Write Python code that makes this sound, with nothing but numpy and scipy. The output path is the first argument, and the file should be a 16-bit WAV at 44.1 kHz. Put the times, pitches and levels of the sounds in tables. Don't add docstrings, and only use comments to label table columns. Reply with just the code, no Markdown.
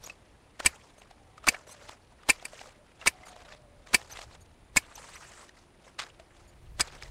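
import sys
import numpy as np
from scipy import signal
from scipy.fft import rfft, irfft, next_fast_len
from scipy.io import wavfile
from scipy.ndimage import uniform_filter1d

SR = 44100
rng = np.random.default_rng(int(sys.argv[2]) if len(sys.argv) > 2 else 0)


def transcribe(signal):
    frames = np.atleast_2d(signal).T
    limited = np.clip(frames, -1, 1)
    pcm = np.round(limited * 32767).astype(np.int16)
    wavfile.write(sys.argv[1], SR, pcm)


N = 313418


def amp(db):
    return 10 ** (np.asarray(db, float) / 20)


def evened(x):
    return x / np.sqrt(np.mean(x ** 2) + 1e-20)


def noise(length):
    return rng.standard_normal(length)


def read(points, hz):
    f, value = np.transpose(points)
    return np.interp(np.log(hz + 1), np.log(f + 1), value)


def add(mix, s, sound):
    part = mix[max(round(s * SR), 0):][:len(sound)]
    part += sound[:len(part)]


def colour(x, points):
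    size = next_fast_len(len(x))
    gain = amp(read(points, np.fft.rfftfreq(size, 1 / SR)))
    return evened(irfft(rfft(x, size) * gain, size)[:len(x)])


def wander(length, seconds):
    width = max(int(seconds * SR), 1)
    return evened(uniform_filter1d(uniform_filter1d(noise(length), width), width))


def crackle(length, per_s, spread_db):
    draw = rng.random((length, 2))
    clicks = draw[:, 0] < per_s / SR
    size = amp(-spread_db * np.log(draw[:, 1] + 0.0024))
    return clicks * size * noise(length)


def ring(t, hz, t60):
    u = np.maximum(t, 0)
    contact = 1 - np.exp(-u / 0.00043)
    return np.sin(2 * np.pi * hz * u) * amp(-60 * u / t60) * contact


# f/Hz, relative level/dB per Hz
AIR_SPECTRUM = [(71, -25), (120, -0.5), (300, -2), (695, -5), (1500, -14), (2500, -16), (4740, -23),
                (5900, -28.5), (8300, -27.5), (9600, -19.5), (10300, -25.5), (11000, -34), (15800, -46)]
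AIR_DB = -62.5


def far_hiss():
    return amp(AIR_DB + 0.39 * wander(N, 0.04)) * colour(noise(N), AIR_SPECTRUM)


# t/s, level/dB
BREEZE_LEVEL = [(0.0, -56.5), (0.14, -63), (3.15, -62.5), (4.3, -57.5), (5.66, -65.5), (6.35, -61.5),
                (6.8, -48), (6.95, -55.5), (7.11, -47)]
# f/Hz, relative level/dB per Hz
GUST_SPECTRUM = [(15, -9), (30, 6), (60, 4.5), (100, 1.5), (160, -7.5), (300, -46.5)]


def breeze(t):
    level_db = np.interp(t, *np.transpose(BREEZE_LEVEL)) + 1.5 * wander(N, 0.016)
    return amp(level_db) * colour(noise(N), GUST_SPECTRUM)


# t/s, length/s, start f/Hz, end f/Hz, level/dB
FAR_TONES = [(1.152, .3, 782, 777, -67), (1.553, 0.43, 606, 573, -64), (2.746, .12, 587, 590, -62),
             (3.102, 0.35, 746, 714, -58), (3.123, .78, 638.5, 568, -63), (4.905, 2.87, 352, 346.7, -70)]


def far_tone(s, length, from_hz, to_hz, db):
    size = round(length * SR)
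    hz = np.linspace(from_hz, to_hz, size) * (1 + .03 * wander(size, 0.0042))
    turn = 2 * np.pi * np.cumsum(hz) / SR
    level = amp(db + 3 * wander(size, .008))
    return s, level * np.sin(turn) * signal.windows.tukey(size, .3)


def grains(low_hz, high_hz, count=14):
    out = np.zeros(N)
    for hz in np.geomspace(low_hz, high_hz, count):
        t = np.arange(0, 12 / hz, 1 / SR)
        clumps = amp(3.5 * np.repeat(wander(N // 64 + 1, .0003), 64)[:N])
        catches = clumps * crackle(N, 500, 2.5)
        out += np.sqrt(hz) * signal.oaconvolve(catches, ring(t, hz, 11 / hz))[:N]
    return evened(out)


def patchy(x, patchy_db):
    z = signal.stft(x, nperseg=256)[2]
    patches = uniform_filter1d(noise(z.shape), size=9, axis=0)
    patches = uniform_filter1d(patches, size=6, axis=1)
    return signal.istft(z * amp(patchy_db * evened(patches)), nperseg=256)[1][:N]


# t/s, length/s, dull level at the start/dB, dull level at the end/dB, bright level against dull/dB
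BRUSHES = [(0.029, 0.074, -54, -57, -3.5), (.61, .04, -50.5, -50.5, -9.5), (0.694, 0.27, -54, -70, -6),
           (1.024, 0.13, -61, -70, -13), (1.44, 0.028, -57, -54.5, -13), (1.526, .08, -44, -57, -9),
           (1.686, 0.05, -53, -53, -6), (1.789, 0.12, -58.5, -49.5, -7.5), (2.23, .05, -57.5, -57, -19.5),
           (2.337, 0.07, -49.5, -58, -7.5), (2.424, 0.25, -58.5, -54.5, -3.5),
           (3.015, 0.044, -53.5, -52.5, -12.5), (3.1, .22, -65, -55.5, -11), (3.38, 0.15, -58.5, -53, -12),
           (3.875, 0.055, -59.5, -49.5, -10.5), (3.984, .06, -53.5, -56, -6.5),
           (4.104, 0.13, -50, -52, -6.5), (4.299, 0.044, -58.5, -56.5, -6.5),
           (4.811, 0.11, -56, -54.5, -7.5), (4.964, 0.48, -49.5, -52.5, -3), (5.576, 0.038, -63, -62.5, -3),
           (5.845, 0.032, -65.5, -60, -5.5), (6.03, 0.083, -53.5, -64, -6.5),
           (6.36, 0.064, -67, -63.5, -3.5), (6.815, 0.16, -47.5, -55, -9.5), (7.025, .1, -53, -58.5, -8)]
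RISE_DB_PER_S, FALL_DB_PER_S = 498.5, 350
STIR_DB, STIR_TREBLE_DB = -69.5, -9


def brushing(t):
    dull, bright = amp(STIR_DB) ** 2, amp(STIR_DB + STIR_TREBLE_DB) ** 2
    for s, length, start_db, end_db, treble_db in BRUSHES:
        drift_db = np.interp(t, [s, s + length], [start_db, end_db])
        rise_db = RISE_DB_PER_S * np.minimum(t - s, 0)
        fall_db = -FALL_DB_PER_S * np.maximum(t - s - length, 0)
        power = amp(drift_db + rise_db + fall_db) ** 2
        dull = dull + power
        bright = bright + power * amp(treble_db) ** 2
    return np.sqrt(dull), np.sqrt(bright)


# f/Hz, relative level/dB per Hz
LEAF_DULL = [(250, -10), (600, -3.5), (1000, -3.5), (2000, -2), (4000, -6.5), (6000, -15.5), (12000, -38.5)]
LEAF_BRIGHT = [(3000, -10.5), (5000, 0.5), (7500, 1.5), (9500, -4.5), (11500, -13.5), (15500, -23)]
# start t/s, end t/s
SWISH = (4.6, 5.48)
# f/Hz, relative level/dB
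SWISH_TINT = [(500, -3), (1100, 1), (2500, -1.5), (5500, -4.5), (8000, 1), (12000, -4.5)]


def rustle(t):
    swishing = (t > SWISH[0]) & (t < SWISH[1])
    uneven = np.where(swishing, .6, 1)
    flicker = amp(2.8 * uneven * wander(N, .007))
    dull = colour(patchy(noise(N), 4.8) + .75 * uneven * grains(500, 5000), LEAF_DULL)
    bright = colour(patchy(noise(N), 3.0) + .7 * uneven * grains(4100, 14000), LEAF_BRIGHT)
    dull_gain, bright_gain = brushing(t)
    leaves = dull + bright_gain / dull_gain * bright
    leaves = np.where(swishing, colour(leaves, SWISH_TINT), leaves)
    return flicker * dull_gain * leaves


# t/s, relative level/dB, f/Hz, ring t60/s (the ring lasts at least 2 ms)
TICKS = [(0.075, -25, 800, 0.0043), (0.098, -29.5, 2590, 0.04), (0.603, -11.5, 1090, 0.0043),
         (0.607, -24.5, 1410, 0.012), (0.982, -41.5, 600, 0.023), (1.02, -33, 2780, 0.0038),
         (1.111, -34, 775, 0.017), (1.379, -36, 1250, 0.034), (1.538, -33.5, 1500, 0.008),
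         (1.442, -33, 1270, 0.035), (1.894, -22, 910, 0.0068), (2.234, -39, 1230, 0.02),
         (2.426, -31.5, 708, 0.016), (2.533, -34.5, 644, 0.033), (2.593, -28.5, 2820, 0.0051),
         (2.614, -29, 780, 0.015), (3.014, -34, 2750, 0.026), (3.234, -41, 2080, 0.049),
         (3.285, -32, 721, 0.0051), (3.364, -32, 720, 0.011), (3.549, -36.5, 610, 0.014),
         (3.873, -29, 1864, 0.0036), (4.016, -29, 1850, 0.0055), (4.125, -26.5, 790, 0.0075),
         (4.173, -26, 3800, 0.0055), (4.19, -28, 690, 0.02), (4.217, -23, 4280, 0.0039),
         (4.979, -32, 868, 0.015), (5.493, -35.5, 1833, 0.015), (5.993, -20, 4710, 0.0097),
         (6, -13, 2170, 0.0019), (6.023, -23, 1330, 0.0073), (6.066, -35, 1760, 0.01),
         (6.198, -37.5, 650, 0.046), (6.875, -32, 744, 0.012), (6.924, -36, 2730, 0.0049),
         (7.025, -24.5, 2280, 0.007), (7.034, -26, 5000, 0.0079)]
PUFF_TREBLE_DB = -14


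def tick(s, db, hz, t60):
    lead_s = .01
    t = np.arange(-lead_s, .09, 1 / SR)
    fade = np.where(t < 0, .5 * amp(1540 * t), amp(-60 * t / (0.0036 + t60)))
    puff = amp(PUFF_TREBLE_DB) * colour(noise(len(t)), LEAF_BRIGHT)
    puff += .5 * colour(noise(len(t)), LEAF_DULL)
    body = .7 * ring(t, hz, max(t60, .002))
    click = .8 * ring(t, 2500, .0015)
    return s - lead_s, amp(db) * (body + click + .35 * fade * puff)


# t/s, relative level/dB, mean f/Hz, length/s
SQUEAKS = [(0.035, -41, 5760, 0.019), (0.059, -40, 6650, 0.015), (0.975, -62, 2140, 0.035),
           (1.673, -58, 1940, 0.04), (1.705, -49.5, 2090, 0.032), (3.251, -57.5, 2430, 0.028),
           (3.277, -56, 2160, 0.028), (4.109, -44, 6130, 0.027), (4.402, -62, 2215, 0.034),
           (4.953, -40, 6210, 0.01), (5.154, -48, 6050, 0.011), (6.472, -64.5, 2300, 0.036)]
SPRING_HZ = 6850


def squeak(s, db, hz, length):
    t = np.arange(0, length, 1 / SR)
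    turn = 2 * np.pi * np.cumsum(hz * (1 + 0.035 * wander(len(t), 0.0011))) / SR
    tone = np.zeros(len(t))
    for k in range(1, int(15000 // hz) + 1):
        overtone_db = -18 * np.log2(k * hz / SPRING_HZ) ** 2 + 2.2 * wander(len(t), 0.0048)
        tone += amp(overtone_db) * np.sin(k * turn)
    return s, amp(db) * tone * signal.windows.tukey(len(t), .6)


# f/Hz, relative level/dB per Hz
STEM_SPECTRUM = [(120, -39), (200, -10), (1700, -5.5), (3100, -11.5), (3590, -7.5), (6000, -14),
                 (8640, -14), (15800, -35.5)]
# t/s, length/s, relative level/dB
TEARS = [(5.984, 0.063, -31.5)]
TEAR_FADE_DB, TEAR_LOW_HZ, TEAR_HIGH_HZ = -15, 1000, 6540


def tear(s, length, db):
    t = np.arange(0, length, 1 / SR)
    crunch = colour(crackle(len(t), 4000, 1.1), STEM_SPECTRUM)
    b, a = signal.butter(2, [TEAR_LOW_HZ, TEAR_HIGH_HZ], "band", fs=SR)
    crunch = signal.lfilter(b, a, crunch)
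    return s, amp(db + TEAR_FADE_DB * t / length) * crunch * signal.windows.tukey(len(t), .3)


# t/s, relative level/dB, f/Hz
SNAPS = [(1.4771, -1, 1298), (1.4797, -9, 1120), (2.292, -11, 868), (3.0645, -7, 1280),
         (3.9384, -10.5, 1253), (4.763, -12, 895), (6.8032, -10.5, 1850)]


def snap(s, db, hz):
    return s, 1.9 * amp(db) * ring(np.arange(0, .02, 1 / SR), hz, 3.4 / hz)


# f/Hz, relative level/dB, t60/s
STEEL_MODES = [(4542, -11, 0.025), (4920, -11.5, 0.022), (6000, -10.5, 0.015), (6550, -14, 0.031),
               (7170, -8, .02), (7780, -13.5, 0.034), (8030, -12, .02), (8680, -4.5, 0.017),
               (9500, -14.5, 0.016), (12700, -23.5, 0.024)]
# f/Hz, relative level/dB per Hz
CRASH_SPECTRUM = [(120, -38.5), (200, -11), (1080, -13.5), (1360, -18.5), (2320, -5), (3340, -15),
                  (4900, -12.5), (6690, -19.5), (8800, -15), (11400, -18), (15800, -31)]


def blow(u, handle_hz, steel_db):
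    handles = ring(u, handle_hz, 0.026)
    handles += 0.65 * ring(u, 1.11 * handle_hz, 0.026)
    handles += 0.3 * ring(u, .78 * handle_hz, 0.032)
    handles += 0.12 * ring(u, 1020, 0.031)
    handles += .012 * ring(u, 1.01 * handle_hz, .12)
    steel = np.zeros(len(u))
    for hz, db, t60 in STEEL_MODES:
        steel += amp(db + 4.2 * noise(None)) * ring(u, hz * rng.uniform(1.0, 1.03), t60)
    return 0.72 * handles + amp(steel_db) * steel + .5 * ring(u, 3600, 0.0021)


# slam t/s, slam level/dB, handle f/Hz, steel level/dB, knock level/dB, thud level/dB,
# rebound delay/ms, rebound level/dB, bite length/ms, bite level/dB
SNIPS = [(.661, -7, 2366, -2, -22.5, -22, 3.94, 0, 12.3, -26),
         (1.486, -5, 2292, -0.5, -19.5, -30, 5.4, -12.5, 17.2, -22.5),
         (2.297, -6.5, 2348, -6.5, -33, -31, 5.04, 1.5, 10, -19.5),
         (2.453, -25.5, 2354, -2, -43, -35, 2.5, -23, 4.9, -31),
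         (3.072, -6.5, 2300, -5, -23.5, -29, 4.04, -0.5, 12, -22.5),
         (3.945, -3.5, 2329, -4, -22.5, -34, 4, -4, 13, -30),
         (4.7687, -8, 2234, -2, -12, -25.5, 4.07, 0.5, 7.4, -21.5),
         (6.808, -17.5, 2280, 6, -18, -16.5, 4.46, -5.5, 11.8, -9.5)]


def snip(s, db, handle_hz, steel_db, knock_db, thud_db, delay_ms, rebound_db, bite_ms, bite_db):
    lead_s = .04
    t = np.arange(-lead_s, .16, 1 / SR)
    out = blow(t, handle_hz, steel_db)
    out += amp(rebound_db) * blow(t - delay_ms / 1000, handle_hz, steel_db)
    scrape = amp(2800 * t)
    rattle = amp(-60 * t / (0.038 + 0.019 * amp(rebound_db))) + 0.039 * amp(-60 * t / 0.18)
    out += 0.19 * np.where(t < 0, scrape, rattle) * colour(noise(len(t)), CRASH_SPECTRUM)
    out += amp(knock_db) * ring(t, 250, 0.029)
    out += amp(thud_db) * ring(t + 0.0068, 71, 0.11)
    start = t + bite_ms / 1000
    bite = np.where(start < 0, 0.19 * amp(670 * start), amp(-1500 * np.maximum(t, 0)))
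    bite *= np.clip(0.89 + start / 0.0086, .4, 1)
    out += amp(bite_db) * bite * colour(crackle(len(t), 8000, 0.73), STEM_SPECTRUM)
    return s - lead_s, amp(db) * out


# f/Hz, level/dB
SIDE_LEVEL = [(30, -28.5), (1000, -46.5), (8000, -38), (13000, -15.5)]


def scene():
    t = np.arange(N) / SR
    mid = far_hiss() + breeze(t) + rustle(t)
    sources = ((far_tone, FAR_TONES), (tick, TICKS), (squeak, SQUEAKS), (tear, TEARS),
               (snap, SNAPS), (snip, SNIPS))
    for make, table in sources:
        for row in table:
            add(mid, *make(*row))
    hz = np.fft.rfftfreq(256, 1 / SR)
    random_phase = np.exp(2j * np.pi * rng.random(len(hz)))
    side_filter = irfft(amp(read(SIDE_LEVEL, hz)) * random_phase)
    side = signal.oaconvolve(mid, np.r_[side_filter, np.zeros(128)], "same")
    return np.array([mid + side, mid - side])


EDGE_HZ = 15850


def record(dry):
    low_pass = signal.firwin(511, EDGE_HZ, window=("kaiser", 9), fs=SR)
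    return signal.oaconvolve(dry, low_pass[None], "same")


dry = scene()
out = record(dry)
transcribe(out)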